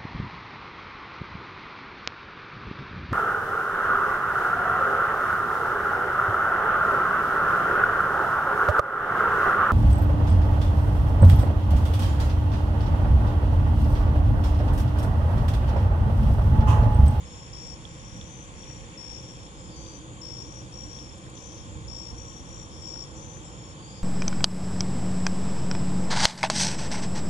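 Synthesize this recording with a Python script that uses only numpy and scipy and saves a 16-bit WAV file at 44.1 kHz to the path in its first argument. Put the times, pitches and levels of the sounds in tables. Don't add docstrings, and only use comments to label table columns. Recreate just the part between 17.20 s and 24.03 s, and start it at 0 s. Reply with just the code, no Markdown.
import sys
import numpy as np
from scipy import signal
from scipy.fft import rfft, irfft, next_fast_len
from scipy.io import wavfile

SR = 44100
rng = np.random.default_rng(int(sys.argv[2]) if len(sys.argv) > 2 else 0)


def output_pcm(signal):
    pcm = np.clip(np.atleast_2d(signal).T, -1, 1) * 32767
    wavfile.write(sys.argv[1], SR, np.round(pcm).astype(np.int16))


N = 301203
T = np.arange(N) / SR
HZ = np.fft.rfftfreq(N, 1 / SR)

CRICKET_VOICES = { "near": (5592, 59.2, .0015, 430, .52, .15, -15),
                  "high": (6150, 58.3, .002, 520, .5, .45, -16),
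                  "highest": (6210, 59, .015, 250, .8, .55, -16),
                  "hoarse": (5950, 58, .004, 450, .6, .8, -16),
                  "clear": (5752, 60.5, .013, 200, .9, .42, -16),
                  "slow_starter": (5718, 57.5, .018, 240, .85, .6, -15),
                  "pure": (5625, 63.5, .005, 150, 1.1, .2, -13),
                  "middle": (5650, 54, .012, 320, .8, .85, -13),
                  "far": (5498, 61.5, .018, 190, 1.0, .9, -15), "faint": (5290, 59, .02, 250, .9, .85, -10),
                  "faintest": (5130, 59, .02, 400, .5, .97, -5), "low": (4745, 60, .012, 420, .6, .92, -2)}
# (start [s], cricket [name], left level [dB], length [s])
CRICKET_CHIRPS = [ (.04, "far", -51, .27), (.329, "near", -41.5, .22), (.6, "slow_starter", -55.5, .22),
                  (.62, "faintest", -63, .36), (.81, "clear", -49, .24), (1.037, "hoarse", -53, .2),
                  (1.05, "highest", -50, .21), (1.35, "slow_starter", -47.3, .245),
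                  (1.58, "clear", -60, .15), (1.755, "far", -52, .1), (1.773, "near", -40.7, .222),
                  (1.88, "middle", -47.5, .24), (2.0, "far", -53, .27), (2.33, "faint", -56.5, .21),
                  (2.49, "low", -54.5, .26), (2.557, "high", -47.3, .22), (3.013, "near", -39, .22),
                  (3.17, "clear", -46.5, .25), (3.27, "faintest", -65, .22), (3.522, "pure", -41.3, .135),
                  (3.66, "slow_starter", -46, .18), (3.68, "pure", -45.5, .065), (3.69, "far", -49, .23),
                  (3.9, "far", -60, .2), (4.125, "far", -52.8, .3), (4.149, "high", -47, .245),
                  (4.678, "near", -39.2, .235), (4.93, "clear", -45.3, .275),
                  (5.235, "slow_starter", -47, .23), (5.495, "middle", -48, .25), (5.49, "faint", -55, .1),
                  (5.617, "near", -38, .226), (5.8, "far", -58, .25), (5.958, "high", -47.5, .23),
                  (6.19, "far", -55, .35), (6.58, "low", -56, .24), (6.645, "faint", -58, .2)]

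# (frequency [Hz], relative density [dB])
FLAME_SPECTRUM = [(12, -45), (20, -17), (54, -0.5), (124, -2), (178, -4), (246, -11.5), (312, -7.5),
                  (409, -14.5), (526, -11), (642, -20), (872, -21.5), (955, -22), (1060, -21),
                  (1250, -27.5), (1500, -30.5), (1950, -33.5), (3300, -120)]
# (centre [Hz], width [Hz], boost [dB])
RING_MODES = [(316.3, 34, 5), (473, 33, 3.5), (535, 49, 3.5), (766, 33, 4), (882, 64, 5.5),
              (1085, 110, 3.5)]
# (centre [s], half length [s], rumble rise [dB])
FLAME_FLARES = [(0.978, .025, 7), (4.55, .13, 5), (4.934, .03, 5.5), (5.44, .03, 2)]
# (time [s], deep rumble gain [dB], upper rumble gain [dB])
RUMBLE_GAINS = [(0, -.5, 0), (.9, 1, .3), (1.8, .5, -.8), (2.7, .8, .3), (3.8, .6, .8), (4.6, 1.2, -1.5),
                (5.4, .3, -.3), (6.1, .3, .6), (6.83, -4, 1)]
# (time [s], gain [dB])
ROAR_GAIN = [(0, -0.5), (2.2, -0.4), (2.8, 0.2), (4.1, 0.05), (5.3, 0.5), (6.1, 1.5), (6.83, 0.3)]
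# (time [s], gain [dB])
LOWEST_MODE_GAIN = [(0, -3), (2.3, -2.2), (2.6, 3), (3.9, -.5), (6.83, -.5)]
# (frequency [Hz], relative density [dB])
HISS_SPECTRUM = [(900, -36), (1300, -6), (1900, -3.5), (2200, -1), (2340, 3), (2500, -1.5), (2950, -4),
                 (3200, 2), (3550, 2), (3900, -7), (4600, -21), (6000, -13), (9000, -33)]
# (frequency [Hz], coherence [0-1])
EAR_COHERENCE = [(40, 0.87), (300, 0.92), (1000, 0.76), (1500, 0.54), (2300, 0.69), (3300, 0.98),
                 (4000, 0.36)]
# (frequency [Hz], left re right [dB])
EAR_TILT = [(30, -2.5), (70, -6), (130, -1), (300, 0.5), (500, -4), (1000, -1), (1270, 4), (1500, -3.5),
            (1900, 2.5), (2700, -1.5), (3300, -9), (3900, -4), (6000, -6)]
# (frequency [Hz], left phase lead [rad])
EAR_LEAD = [(40, 1.78), (130, 0.38), (300, 0), (520, 0.27), (1000, -1.73), (1500, -3), (2300, -4.5),
            (3300, -7.5)]
# (time [s], right ring peak [dB], pitch [Hz], T60 [s], left re right [dB])
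WOOD_POPS = [(.6522, -30, 3380, .012, -20), (.974, -58.5, 9000, .003, 11), (1.012, -32.5, 3480, .009, -18),
             (1.0277, -43, 3360, .006, -16), (1.4333, -40, 3360, .008, -12), (1.5025, -45, 1900, .006, -3),
             (2.0294, -59, 8500, .002, 9), (2.6634, -38.5, 3550, .007, -12), (3.2068, -66, 10500, .002, 10),
             (3.7876, -36.5, 3480, .008, -16), (3.9808, -57, 9000, .002, 9),
             (4.066, -44.5, 1640, .007, -14), (4.1016, -54.5, 8600, .003, 12),
             (4.1767, -39.5, 3420, .005, -17), (4.375, -48, 4400, .0088, -1),
             (4.3824, -44, 3450, .006, -16), (5.6355, -40, 3200, .006, -13),
             (5.758, -39.5, 1450, .006, -15), (6.1685, -41.5, 1780, .006, -16)]
# (time [s], right level [dB])
SIZZLE_LEVEL = [(0, -62.5), (.6, -61), (1.15, -60), (1.45, -56.7), (1.9, -56.7), (2.1, -65), (2.6, -76)]

# (start [s], end [s], period [s], pitch [Hz], left level [dB], growth [dB/s])
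INSECT_BOUTS = [(.165, 3.1, .281, 7250, -55, 0), (3.64, 6.4, .2905, 7245, -55, 2),
                (6.72, 6.83, .29, 7250, -55, 0), (.18, 3.3, .302, 6825, -57.5, 0),
                (4.7, 6.7, .333, 6830, -56, 1), (5.82, 6.6, .315, 7010, -56, 5)]
# (pitch [Hz], nominal width [Hz], left level [dB], pulse rate [1/s], depth [0-1])
INSECT_TRILLS = [(4510, 360, -65.3, 52, 0.16), (6620, 320, -59, 55, 0.14), (6840, 110, -61.5, 44, 0.17),
                 (7070, 210, -54.8, 36, 0.06), (8135, 96, -67, 42, 0.03)]
# (frequency [Hz], relative density [dB])
WASH_SPECTRUM = [(4000, -47), (5000, 3), (5900, 6), (6100, 1), (6400, -16), (7100, -4), (7350, -7),
                 (7470, 3), (7750, .5), (8500, -1), (9600, 1), (10200, -5), (10800, -11), (11200, -23),
                 (11800, -40), (12500, -50)]
# (time [s], gain [dB])
WASH_LULLS = [(0, 0), (2.7, 0), (2.87, -4.5), (3.0, -4.5), (3.3, 0), (3.85, 0), (4.05, -5), (4.3, 1),
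              (6.3, 0), (6.52, -2), (6.83, -1)]
# (frequency [Hz], level [dB])
HUM_LINES = [(60.7, -55), (120, -57)]


def chirp(length_s, hz, strokes_per_s, swell_s, sag_hz, roundness, wet,
          duty=.8, uneven_db=.65, crescendo_db=1.8, wobble_hz=12, blur_hz=45, overtone_db=-42):
    t = T[:round(length_s * SR)]
    stroke, cycle = np.divmod(t * strokes_per_s, 1)
    travel = np.minimum(cycle / duty, 1)
    uneven, slip = rng.standard_normal((2, 64))[:, stroke.astype(int)]
    force = gain_of(uneven_db * uneven + crescendo_db * t / length_s)
    smooth = signal.windows.hann(130)
    wobble, scrape = (unit_rms(np.convolve(z, smooth))[:len(t)]
                      for z in rng.standard_normal((2, SR // 2)))
    sag = abs((travel - .33) / (1 - .33)) ** 2.3
    flat_hz = 70 * np.exp(-t / .05)
    pitch_hz = hz - sag_hz * sag - flat_hz + (wobble_hz + blur_hz * wet) * wobble
    slip_rad = (.55 + .0022 * sag_hz) * slip
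    phase = 2 * np.pi * np.cumsum(pitch_hz) / SR + slip_rad
    swell = (1 - np.exp(-t / swell_s)) * (1 - np.exp((t - length_s) / swell_s))
    pressure = abs(np.sin(np.pi * travel ** .85)) ** roundness * force * swell * (1 + .08 * scrape)
    tone = np.sin(phase) + gain_of(overtone_db) * np.sin(2 * phase)
    return unit_rms(pressure * tone * signal.windows.tukey(len(t), .03))


def scatter(call, early_t60_s=.08, early_db=4, tail_t60_s=.48):
    t = T[:SR // 2]
    decay = gain_of(-60 * t / tail_t60_s) + gain_of(early_db - 60 * t / early_t60_s)
    return signal.fftconvolve(call[None], rng.standard_normal((2, len(t))) * decay, axes=1)


def crickets(right_extra_wet=.56):
    out = np.zeros((2, N))
    for start_s, name, db, length_s in CRICKET_CHIRPS:
        hz, strokes_per_s, swell_s, sag_hz, roundness, wet, right_db = CRICKET_VOICES[name]
        call = chirp(length_s, hz, strokes_per_s, swell_s, sag_hz, roundness, wet)
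        echo = scatter(call)
        echo *= np.linalg.norm(call) / np.linalg.norm(echo, axis=1, keepdims=True)
        direct = np.pad(call, (0, echo.shape[1] - len(call))) * [[1], [-1]]
        share = np.clip([[wet], [wet + right_extra_wet]], 0, 1)
        sound = np.sqrt(1 - share) * direct + np.sqrt(share) * echo
        sound *= np.linalg.norm(call) / np.linalg.norm(sound, axis=1, keepdims=True)
        add(out, start_s, gain_of([[db], [db + right_db]]) * sound)
    return out


def flames(level_db=-43, rumble_trim_db=-.45, flutter_db=.63, split_hz=230, deep_hz=80):
    modes_db = sum(db * bell(hz, width_hz) for hz, width_hz, db in RING_MODES)
    contour_db = spectrum([(240, 0), (330, -2.5), (600, -3), (1200, 4)])
    flutter = drift(4)
    burn = gain_of(level_db) * fire_noise(spectrum(FLAME_SPECTRUM) + modes_db + contour_db)
    low = filtered(burn, 1 / (1 + (HZ / split_hz) ** 8))
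    deep = filtered(low, 1 / (1 + (HZ / deep_hz) ** 8))
    rumble = deep * envelope(RUMBLE_GAINS) + (low - deep) * envelope(RUMBLE_GAINS, column=2)
    flare_db = sum(db * np.exp(-((T - s) / half_s) ** 2) for s, half_s, db in FLAME_FLARES)
    rumble *= gain_of(rumble_trim_db + flare_db + flutter_db * flutter)
    mode_hz, mode_width_hz, _ = RING_MODES[0]
    lowest_mode = filtered(burn - low, bell(mode_hz, 2 * mode_width_hz))
    roar = burn - low + (envelope(LOWEST_MODE_GAIN) - 1) * lowest_mode
    return rumble + roar * envelope(ROAR_GAIN)


def fire_noise(density_db):
    common, separate = rfft(rng.standard_normal((2, N)))
    coherence, tilt_db = np.clip(spectrum(EAR_COHERENCE), 0, 1), spectrum(EAR_TILT)
    left = common * gain_of(tilt_db / 2) * np.exp(1j * spectrum(EAR_LEAD))
    right = (coherence * common + np.sqrt(1 - coherence ** 2) * separate) * gain_of(-tilt_db / 2)
    return unit_rms(irfft(np.array([left, right]) * gain_of(density_db), N))


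def pops(rise_s=.00052, crack_s=.0016):
    out, t = np.zeros((2, N)), T[:2048]
    for start_s, db, hz, t60_s, left_db in WOOD_POPS + ticks():
        shape = (1 - np.exp(-t / rise_s)) ** 2 * gain_of(-60 * t / t60_s)
        band = signal.butter(3, [hz / 2, min(1.4 * hz, SR / 3)], "band", fs=SR, output="sos")
        crack = unit_rms(signal.sosfilt(band, rng.standard_normal(len(t))))
        burst = shape / shape.max() * (np.sin(2 * np.pi * hz * t) + crack_s / t60_s * crack)
        add(out, start_s, gain_of([[db + left_db], [db]]) * burst)
    return out


def ticks(per_s=14, db=-50, spread_db=2.5, wood_hz=3380, spread_oct=.06, t60_cycles=19, left_db=-13):
    rows = []
    for when, pitch, size in rng.random((round(per_s * N / SR), 3)):
        hz = wood_hz * 2 ** (spread_oct * (2 * pitch - 1))
        rows.append((when * N / SR, db + spread_db * (2 * size - 1), hz, t60_cycles / hz, left_db))
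    return rows


def hiss(level_db=-56, flicker_db=.36):
    return gain_of(level_db + flicker_db * drift(2.3)) * fire_noise(spectrum(HISS_SPECTRUM))


def sizzle(hz=2400, width_hz=1400, left_db=-2, spit_db=2.5, spit_rate_hz=120):
    steam = stereo_noise(bell(hz, width_hz))
    spits = unit_rms(gain_of(spit_db * drift(spit_rate_hz)))
    return envelope(SIZZLE_LEVEL) * gain_of([[left_db], [0]]) * steam * spits


def insect_band(hz, width_hz, rate_hz, depth):
    strokes = np.cumsum(rate_hz * (1 + .039 * drift(3.2))) / SR
    throb = 1 + depth * np.sin(2 * np.pi * strokes)
    return unit_rms(throb) * stereo_noise(bell(hz, width_hz))


def insect_bouts(half_chirp_s=.066):
    out = np.zeros((2, N))
    for start_s, end_s, period_s, hz, db, db_per_s in INSECT_BOUTS:
        beats = sum(gain_of(db + db_per_s * (s - start_s)) * np.exp(-((T - s) / half_chirp_s) ** 2)
                    for s in np.arange(start_s, end_s, period_s))
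        out += beats * insect_band(hz, width_hz=140, rate_hz=42.5, depth=.35)
    return out


def insect_wash(level_db=-59, crickets_below_hz=6400):
    wash = gain_of(level_db) * stereo_noise(gain_of(spectrum(WASH_SPECTRUM)))
    far_crickets = filtered(wash, HZ < crickets_below_hz)
    return wash + far_crickets * (envelope(WASH_LULLS) - 1)


def chorus(right_db=-9, sway_db=.8, widening=1.82):
    out = (insect_wash() + insect_bouts()) * gain_of([[0], [right_db]])
    for hz, width_hz, db, rate_hz, depth in INSECT_TRILLS:
        shade_db = np.interp(hz, [4600, 6000], [-1, right_db])
        gain = gain_of([[db], [db + shade_db]]) * gain_of(sway_db * drift(2.8))
        out += gain * insect_band(hz, widening * width_hz, rate_hz, depth)
    return out


def machine_hum(tilt_db=-4, waver_db=2.5):
    lines = sum(gain_of(db + waver_db * drift(2.6)) * np.sin(2 * np.pi * hz * T + .25 * drift(.56))
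                for hz, db in HUM_LINES)
    return np.sqrt(2) * gain_of([[tilt_db / 2], [-tilt_db / 2]]) * lines


def gain_of(db):
    return 10 ** (np.asarray(db) / 20)


def unit_rms(x):
    return x / np.sqrt(np.mean(abs(x) ** 2) + 1e-20)


def envelope(points, column=1):
    columns = np.transpose(points)
    return gain_of(np.interp(T, columns[0], columns[column]))


def spectrum(points):
    hz, value = np.transpose(points)
    return np.interp(np.log(HZ + 1), np.log(hz + 1), value)


def bell(hz, width_hz):
    return np.exp(-2 * ((HZ - hz) / width_hz) ** 2)


def filtered(x, response):
    return irfft(rfft(x) * response, N)


def noise(magnitude):
    size = next_fast_len(N, True)
    magnitude = np.interp(np.fft.rfftfreq(size, 1 / SR), HZ, magnitude)
    return unit_rms(irfft(rfft(rng.standard_normal(size)) * magnitude, size)[:N])


def stereo_noise(magnitude):
    return np.array([noise(magnitude) for ear in range(2)])


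def drift(rate_hz):
    return noise(np.exp(-(HZ / rate_hz) ** 2))


def add(mix, start_s, sound):
    part = mix[:, max(round(start_s * SR), 0):][:, :sound.shape[1]]
    part += sound[:, :part.shape[1]]


def scene():
    return crickets() + chorus() + flames() + hiss() + sizzle() + pops() + machine_hum()


def record(dry):
    return signal.oaconvolve(dry, signal.firwin(511, 12021, window=("kaiser", 9), fs=SR)[None], "same")


dry = scene()
out = record(dry)
output_pcm(out)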